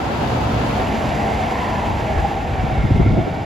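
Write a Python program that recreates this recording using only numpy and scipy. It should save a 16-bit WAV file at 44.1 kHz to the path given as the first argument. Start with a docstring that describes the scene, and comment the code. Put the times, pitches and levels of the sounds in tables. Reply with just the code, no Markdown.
"""A wide roar opens the scene: the last car of a subway train rolls past close by in a tiled station.
As it recedes into the tunnel the roar, coloured noise in four registers, narrows and dulls.
Noise-fed resonances make wheels and rails ring, hum and whine in swells, some bending in pitch.
The air dragged behind the train arrives last: bursts of low noise buffet the microphone, with one knock."""
import sys
import numpy as np
from scipy import signal
from scipy.fft import rfft, irfft, next_fast_len
from scipy.io import wavfile
from scipy.ndimage import uniform_filter1d

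SR = 44100
rng = np.random.default_rng(int(sys.argv[2]) if len(sys.argv) > 2 else 0)


def bounce(signal):
    """Save signal as a 16-bit WAV file at the path given by the first command-line argument."""
    frames = np.transpose(np.atleast_2d(signal))
    limited = np.clip(frames, -1, 1)
    pcm = np.round(limited * 32767).astype(np.int16)
    wavfile.write(sys.argv[1], SR, pcm)


N = 152145

# Correlation of wind noise at the two ports. Each row: frequency in Hz, left-right likeness (1 = identical).
WIND_LIKENESS = [(55, 1), (130, 0.85), (300, 0.49), (700, 0.61)]
# Gusts of the slipstream, before the trim in scene().
# Each row: middle in seconds, bell spread in seconds, level in dB, lower edge in Hz, upper edge in Hz.
GUSTS = [(1.902, 0.071, -29.5, 54, 140), (2.113, 0.019, -22, 54, 119), (2.187, 0.016, -14, 45.4, 72),
         (2.238, 0.019, -21.5, 54, 100), (2.52, 0.059, -25, 54, 94.5), (2.6, .016, -19.5, 54, 110),
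         (2.639, 0.0081, -14.5, 54, 170), (2.688, 0.0074, -22, 54, 90), (2.727, 0.011, -23.5, 54, 90),
         (2.797, 0.018, -12.5, 50, 93), (2.849, 0.012, -12.5, 54, 160), (2.91, 0.0042, -13.5, 160, 260),
         (2.922, 0.0075, -10, 50, 110), (2.95, 0.0085, -14, 60, 160), (2.965, 0.0042, -19, 170, 310),
         (3.002, 0.0051, -7.5, 70, 250), (3.018, .015, -11, 52, 95), (3.063, 0.0089, -17.5, 170, 300),
         (3.079, 0.015, -11.5, 52, 98), (3.107, 0.0074, -18, 130, 320), (3.124, 0.0092, -15, 60, 140),
         (3.142, .007, -16, 160, 327), (3.183, 0.011, -12, 90, 310), (3.207, 0.0095, -16, 60, 210),
         (3.228, 0.015, -23, 54, 150), (3.278, 0.0094, -20, 180, 340), (3.314, .007, -23, 54, 160),
         (3.38, 0.0075, -23.5, 190, 320), (3.043, .12, -17, 52, 84)]
# Resonances of the knock among the gusts. Each row: frequency in Hz, width in Hz, level in dB.
KNOCK_RESONANCES = [(715, 170, -20.5), (1250, 330, -33)]
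# Hollow hum of the wheels; this and the next three tables hold before the trim in scene().
# Each row: time in seconds, frequency in Hz, level in dB.
HUM = [(.8, 759.8, -31), (.9, 789.6, -41), (.99, 806.2, -27.5), (1.12, 769.8, -32), (1.24, 789.7, -23.5),
       (1.35, 765.1, -25.5), (1.51, 780, -27), (1.63, 789.8, -34), (1.85, 820, -30), (2, 815.2, -33.5),
       (2.12, 779.8, -27.5), (2.25, 795, -24.5), (2.38, 789.7, -28), (2.51, 790.3, -32.5),
       (2.59, 765, -27.5), (2.73, 764.9, -27.5), (2.86, 780.1, -36), (3.25, 730, -33.5), (3.43, 790.2, -33)]
# A resonance arching above the hum. Each row: time in seconds, frequency in Hz, level in dB.
ARCH = [(1.42, 930, -37), (1.52, 985.4, -30.5), (1.63, 1009, -28.5), (1.76, 985, -29), (1.88, 980.5, -30),
        (2.03, 948, -37)]
# A fainter arch, an octave higher. Each row: time in seconds, frequency in Hz, level in dB.
HIGH_ARCH = [(1.23, 1970, -39), (1.43, 2178, -41), (1.6, 2064, -39), (1.68, 1853, -34.5), (1.78, 1750, -46)]
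# Whine of the wheels entering the tunnel, upper partial.
# Each row: time in seconds, frequency in Hz, level in dB.
WHINE = [(2.58, 2352, -43), (2.7, 2279, -46), (2.81, 2158, -36.5), (2.93, 2125, -42.5), (3.06, 2160, -36),
         (3.16, 2200, -42), (3.28, 2282, -43), (3.43, 2332, -48)]
# Swells of wheel and rail ringing, before the trim in scene().
# Each row: middle in seconds, bell spread in seconds, frequency in Hz, width in Hz, level in dB.
RINGS = [(0.39, 0.12, 115, 16, -27), (0.7, 0.23, 262, 55, -31), (0.99, 0.2, 212.4, 12, -27),
         (1.7, 0.66, 213.5, 18.6, -32.5), (1.29, 0.038, 720, 41, -24.5), (1.42, 0.044, 715, 35, -28),
         (1.73, .04, 740, 42, -29), (1.89, .035, 835, 60, -26.5), (2.258, 0.013, 795, 40, -22),
         (2.11, 0.11, 635, 21, -31), (3.02, 0.038, 700, 34, -31.5), (3.17, .06, 645, 24, -28.5),
         (3.24, 0.17, 684, 120, -34), (0.49, 0.14, 1300, 51, -39), (2.094, 0.042, 2180, 120, -39),
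         (2.19, 0.05, 1700, 80, -38), (1.46, 1.6, 2690, 44, -48.5), (0.41, .45, 4740, 260, -53),
         (1.3, 0.57, 4740, 110, -55), (3.1, 0.55, 4900, 300, -57.5), (3, 0.34, 3520, 490, -49)]
# Roar of the car alongside, before the changes in RECEDING. Each row: frequency in Hz, dB per octave.
ALONGSIDE = [(22, -64), (38, -41), (58, -28.5), (112, -24.5), (160, -27), (255, -25.5), (390, -28.5),
             (560, -27), (640, -25), (860, -23), (1130, -31), (1550, -30), (1900, -35), (2800, -35),
             (4600, -41), (5800, -45.5), (7200, -44.5), (9800, -53), (11700, -52.5), (14000, -60)]
# Roar of the wheels from down the track, likewise. Each row: frequency in Hz, dB per octave.
DOWN_TRACK = [(22, -69), (38, -39), (58, -28.5), (115, -26.5), (165, -30.5), (300, -29), (390, -29.5),
              (570, -29), (660, -24.5), (820, -25), (1000, -29), (1220, -34.5), (1550, -31), (2150, -32),
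              (3100, -36), (4300, -42.5), (4900, -43), (5700, -46), (7300, -43.5), (9800, -52),
              (11700, -53.5), (14000, -57.5)]
# Change of the roar as the train recedes.
# Each row: time in seconds, then rumble, body, clatter and hiss in dB.
RECEDING = [(0, -1, 0, 0, -1), (.35, -1, 0.5, 0, 0), (.7, 1, 1, .5, 1), (1.05, 1, 2.5, -0.5, 0),
            (1.5, -2, 0, -1, -0.5), (1.95, 0, -1, -2, -2.5), (2.25, -2, -0.5, -2.5, -3),
            (2.4, -2, -2.5, -4, -5), (2.7, 0, -1.5, -3.5, -5.5), (3.05, 1, -5.5, -7, -7),
            (3.45, -4, -4.5, -7.5, -9)]
# Centres of those four registers: frequencies in Hz.
REGISTERS_HZ = [150, 600, 1800, 6000]
# Stereo image at the microphone pair. Each row: frequency in Hz, likeness alongside, likeness down the
# track, left-minus-right level in dB alongside, left-minus-right level in dB down the track.
IMAGE = [(55, 0.95, 0.98, 1, 1), (130, 0.96, 0.94, 0, 0), (336, 0.83, 0.9, 0.5, .5),
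         (640, 0.26, 0.65, -0.5, 0.5), (1220, 0.33, 0.48, -1, 1), (1600, 0.22, 0.56, 0.5, -6),
         (2240, 0.35, 0.89, 2.5, -2.5), (4300, 0.35, 1, 3.5, -0.5), (6030, 0.2, 0.89, 0.5, 0.5),
         (7240, 1, 1, 1, 0), (8500, .99, 1, 3, 2.5), (10500, 1, 1, 0, -0.5), (14000, 0.99, 0.96, 0, 0)]
# Phase between the two ports. Each row: frequency in Hz, lead of the left in radians.
PORT_PHASE = [(20, 0), (1150, 0), (1350, -.9), (1550, -3.1), (1800, -5.8), (2600, -6.28), (4800, -6.28),
              (6500, -7.2), (7300, -7.9), (8100, -9.2), (8900, -9.6), (10200, -11), (11500, -12.3),
              (13000, -13.1), (14200, -14.6)]

WIND_SLOPE, WIND_SMOOTH_S = 3.17, .016  # steepness above the upper edge; span over which level holds
KNOCK_S, KNOCK_SPREAD_S = 3.022, 0.0042
WHINE_LOW_RATIO, WHINE_LOW_DB = .638, -1.5  # lower partial relative to the upper
GLIDE_FADE_S, GLIDE_STEADY_S = 0.052, .07  # bell spread of the end fades; span over which level holds
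TAIL_PASSES_S, HANDOVER_S = 0.807, 0.077  # the end of the train goes by; time scale of the change
FENCE_ECHO_S, FENCE_ECHO_DB = 0.00136, -25.5  # reflection off the platform fence
WALL_ECHO_S, WALL_ECHO_DB = 0.0076, -9.5  # decay time and level of scatter, before its filter
FLUTTER_HZ, FLUTTER_DB, JOLT_DB = 18, .5, 0.24  # unevenness: rate; spread per register; shared spread

T = np.arange(N) / SR
SIZE = next_fast_len(N, True)
HZ = np.maximum(np.arange(SIZE // 2 + 1) * SR / SIZE, 1)


def from_db(db):
    """The decibel law: 20 dB is a tenfold amplitude."""
    return 10 ** (np.asarray(db) / 20)


def over_log_hz(hz, values):
    """Interpolation over log frequency, where equal ratios are equal steps."""
    return np.interp(np.log(HZ), np.log(hz), values)


def over_hz(points, axis=1):
    """One table column spread over log frequency."""
    table = np.array(points)
    return over_log_hz(table[:, 0], table[:, axis])


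def to_time(spectrum):
    """Inverse Fourier transform: a spectrum becomes samples."""
    return irfft(spectrum, SIZE)[..., :N]


def noise_pair(likeness, pan_db=0, phase=0):
    """Mid-side mixing: the share of common noise sets the likeness of two channels."""
    mid, side = rfft(rng.standard_normal((2, SIZE)))
    alike = np.clip(likeness, -.995, .995)
    sign = np.array([[1], [-1]])  # left, right
    pair = np.sqrt((1 + alike) / 2) * mid + sign * np.sqrt((1 - alike) / 2) * side
    return pair * from_db(sign * pan_db / 2) * np.exp(1j * sign * phase / 2)


def track_noise():
    """Directional cues: white noise with the image of a source down the track."""
    return noise_pair(over_hz(IMAGE, axis=2), over_hz(IMAGE, axis=4), over_hz(PORT_PHASE))


def evened(x, span_s):
    """Level normalization: rms is held near 1 over a span while faster flutter survives."""
    power = uniform_filter1d(np.mean(x ** 2, axis=0), max(int(span_s * SR), 1))
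    return x / np.sqrt(np.maximum(power, 0) + 1e-20)


def swell(middle_s, spread_s):
    """Gaussian envelope: a bell-shaped rise and fall."""
    return np.exp(-.5 * np.minimum(((T - middle_s) / spread_s) ** 2, 100))


def ringing_noise(hz, width_hz):
    """Forced resonance: noise keeps a narrow mode sounding, at rms near 1."""
    resonance = 1 / (1 + 1j * (HZ - hz) / width_hz * np.sqrt(2)) ** 2
    return evened(to_time(track_noise() * resonance), span_s=0.18)


def slipstream():
    """Turbulent pressure: long lumps of air rumble, big ones thud, small ones knock higher in pitch."""
    out = 0
    likeness = over_hz(WIND_LIKENESS)
    for middle_s, spread_s, db, low_hz, edge_hz in GUSTS:
        below = 1 + (low_hz / HZ) ** 8
        above = 1 + (HZ / edge_hz) ** (2 * WIND_SLOPE)
        colour = 1 / np.sqrt(below * above)
        lumps = evened(to_time(noise_pair(likeness) * colour), span_s=WIND_SMOOTH_S)
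        out = out + from_db(db) * swell(middle_s, spread_s) * lumps
    return out


def knock():
    """Broad resonances under a brief envelope: one short dull knock."""
    body = sum(from_db(db) * ringing_noise(hz, width_hz) for hz, width_hz, db in KNOCK_RESONANCES)
    return swell(KNOCK_S, KNOCK_SPREAD_S) * body


def gliding(curve, width_hz, ratio=1):
    """Frequency shifting: a noise-fed resonance follows a pitch and level curve and fades past its ends."""
    s, hz, db = np.transpose(curve)
    centre_hz = ratio * hz.mean()
    shift_hz = ratio * np.interp(T, s, hz) - centre_hz
    turn = 2 * np.pi * np.cumsum(shift_hz) / SR
    analytic = signal.hilbert(ringing_noise(centre_hz, width_hz), SIZE)[:, :N]
    ring = (analytic * np.exp(1j * turn)).real
    end_fades = swell(np.clip(T, s[0], s[-1]), GLIDE_FADE_S)  # 1 within the curve
    return from_db(np.interp(T, s, db)) * end_fades * evened(ring, span_s=GLIDE_STEADY_S)


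def wheel_singing():
    """Gliding resonance: the wheels' hollow hum, the arches above it and a late whine of two partials."""
    upper = gliding(WHINE, width_hz=120)
    lower = from_db(WHINE_LOW_DB) * gliding(WHINE, width_hz=49, ratio=WHINE_LOW_RATIO)
    arches = gliding(ARCH, width_hz=75) + gliding(HIGH_ARCH, width_hz=130)
    return gliding(HUM, width_hz=52.5) + arches + upper + lower


def wheel_ringing():
    """Roughness excitation: rail roughness drives narrow wheel and rail modes that swell and die away."""
    out = 0
    for middle_s, spread_s, hz, width_hz, db in RINGS:
        out = out + from_db(db) * swell(middle_s, spread_s) * ringing_noise(hz, width_hz)
    return out


def per_octave(points):
    """Constant-ratio bands: the gain that gives white noise these octave levels."""
    return from_db(over_hz(points)) * np.sqrt(SR / 2 / HZ / np.log(2))


def drift(rate_hz):
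    """Low-passed noise: a slow random wander with standard deviation 1."""
    slow = to_time(rfft(rng.standard_normal(SIZE)) * HZ / (HZ + 2) / (1 + (HZ / rate_hz) ** 2))
    return slow / slow.std()


def walls():
    """Early reflection: direct sound plus dense midrange scatter off tiled walls, at mean power near 1."""
    decay = np.exp(-np.minimum(T / WALL_ECHO_S, 50))
    scatter = rng.standard_normal(N) * decay * (T > .003)
    gain = from_db(WALL_ECHO_DB) * HZ / (HZ + 900) / (1 + (HZ / 4500) ** 2)
    response = 1 + gain * rfft(scatter / np.linalg.norm(scatter), SIZE)
    return response / np.sqrt(1 + gain ** 2)


def fence():
    """Comb filtering: a faint, dulled, delayed copy from the platform fence joins the direct sound."""
    delay = np.exp(-2j * np.pi * HZ * FENCE_ECHO_S)
    return 1 + from_db(FENCE_ECHO_DB) * delay / (1 + (HZ / 4000) ** 2)


def rolling_roar():
    """Equal-power crossfade: a wide roar alongside yields to a narrower one down the track that dulls."""
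    near_noise = noise_pair(over_hz(IMAGE, axis=1), over_hz(IMAGE, axis=3), over_hz(PORT_PHASE))
    near = per_octave(ALONGSIDE) * walls() * near_noise
    far = per_octave(DOWN_TRACK) * walls() * fence() * track_noise()
    gone = .5 + .5 * np.tanh((T - TAIL_PASSES_S) / HANDOVER_S)
    s, *levels_db = np.transpose(RECEDING)
    jolts_db = JOLT_DB * drift(FLUTTER_HZ)
    out = 0
    for level_db, pick in zip(levels_db, np.eye(len(REGISTERS_HZ))):
        band = over_log_hz(REGISTERS_HZ, pick)  # overlapping bands that sum to 1
        gain = from_db(np.interp(T, s, level_db) + jolts_db + FLUTTER_DB * drift(FLUTTER_HZ))
        mix = np.sqrt(1 - gone) * to_time(near * band) + np.sqrt(gone) * to_time(far * band)
        out = out + gain * mix
    return out


def scene():
    """Superposition: the wind, the knock and the train add as pressures."""
    trimmed = slipstream() + wheel_singing() + wheel_ringing()
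    return from_db(-0.5) * trimmed + knock() + rolling_roar()


def record(dry):
    """Band limiting: peaks are clipped below full scale, both ends eased and the top cut."""
    ease = np.minimum(np.minimum(T, T[-1] - T) / .002, 1)
    top_cut = signal.cheby2(16, 60, 15000, fs=SR, output="sos")  # 60 dB down from 15 kHz
    return signal.sosfilt(top_cut, ease * np.clip(dry, -.95, .95))


dry = scene()
out = record(dry)
bounce(out)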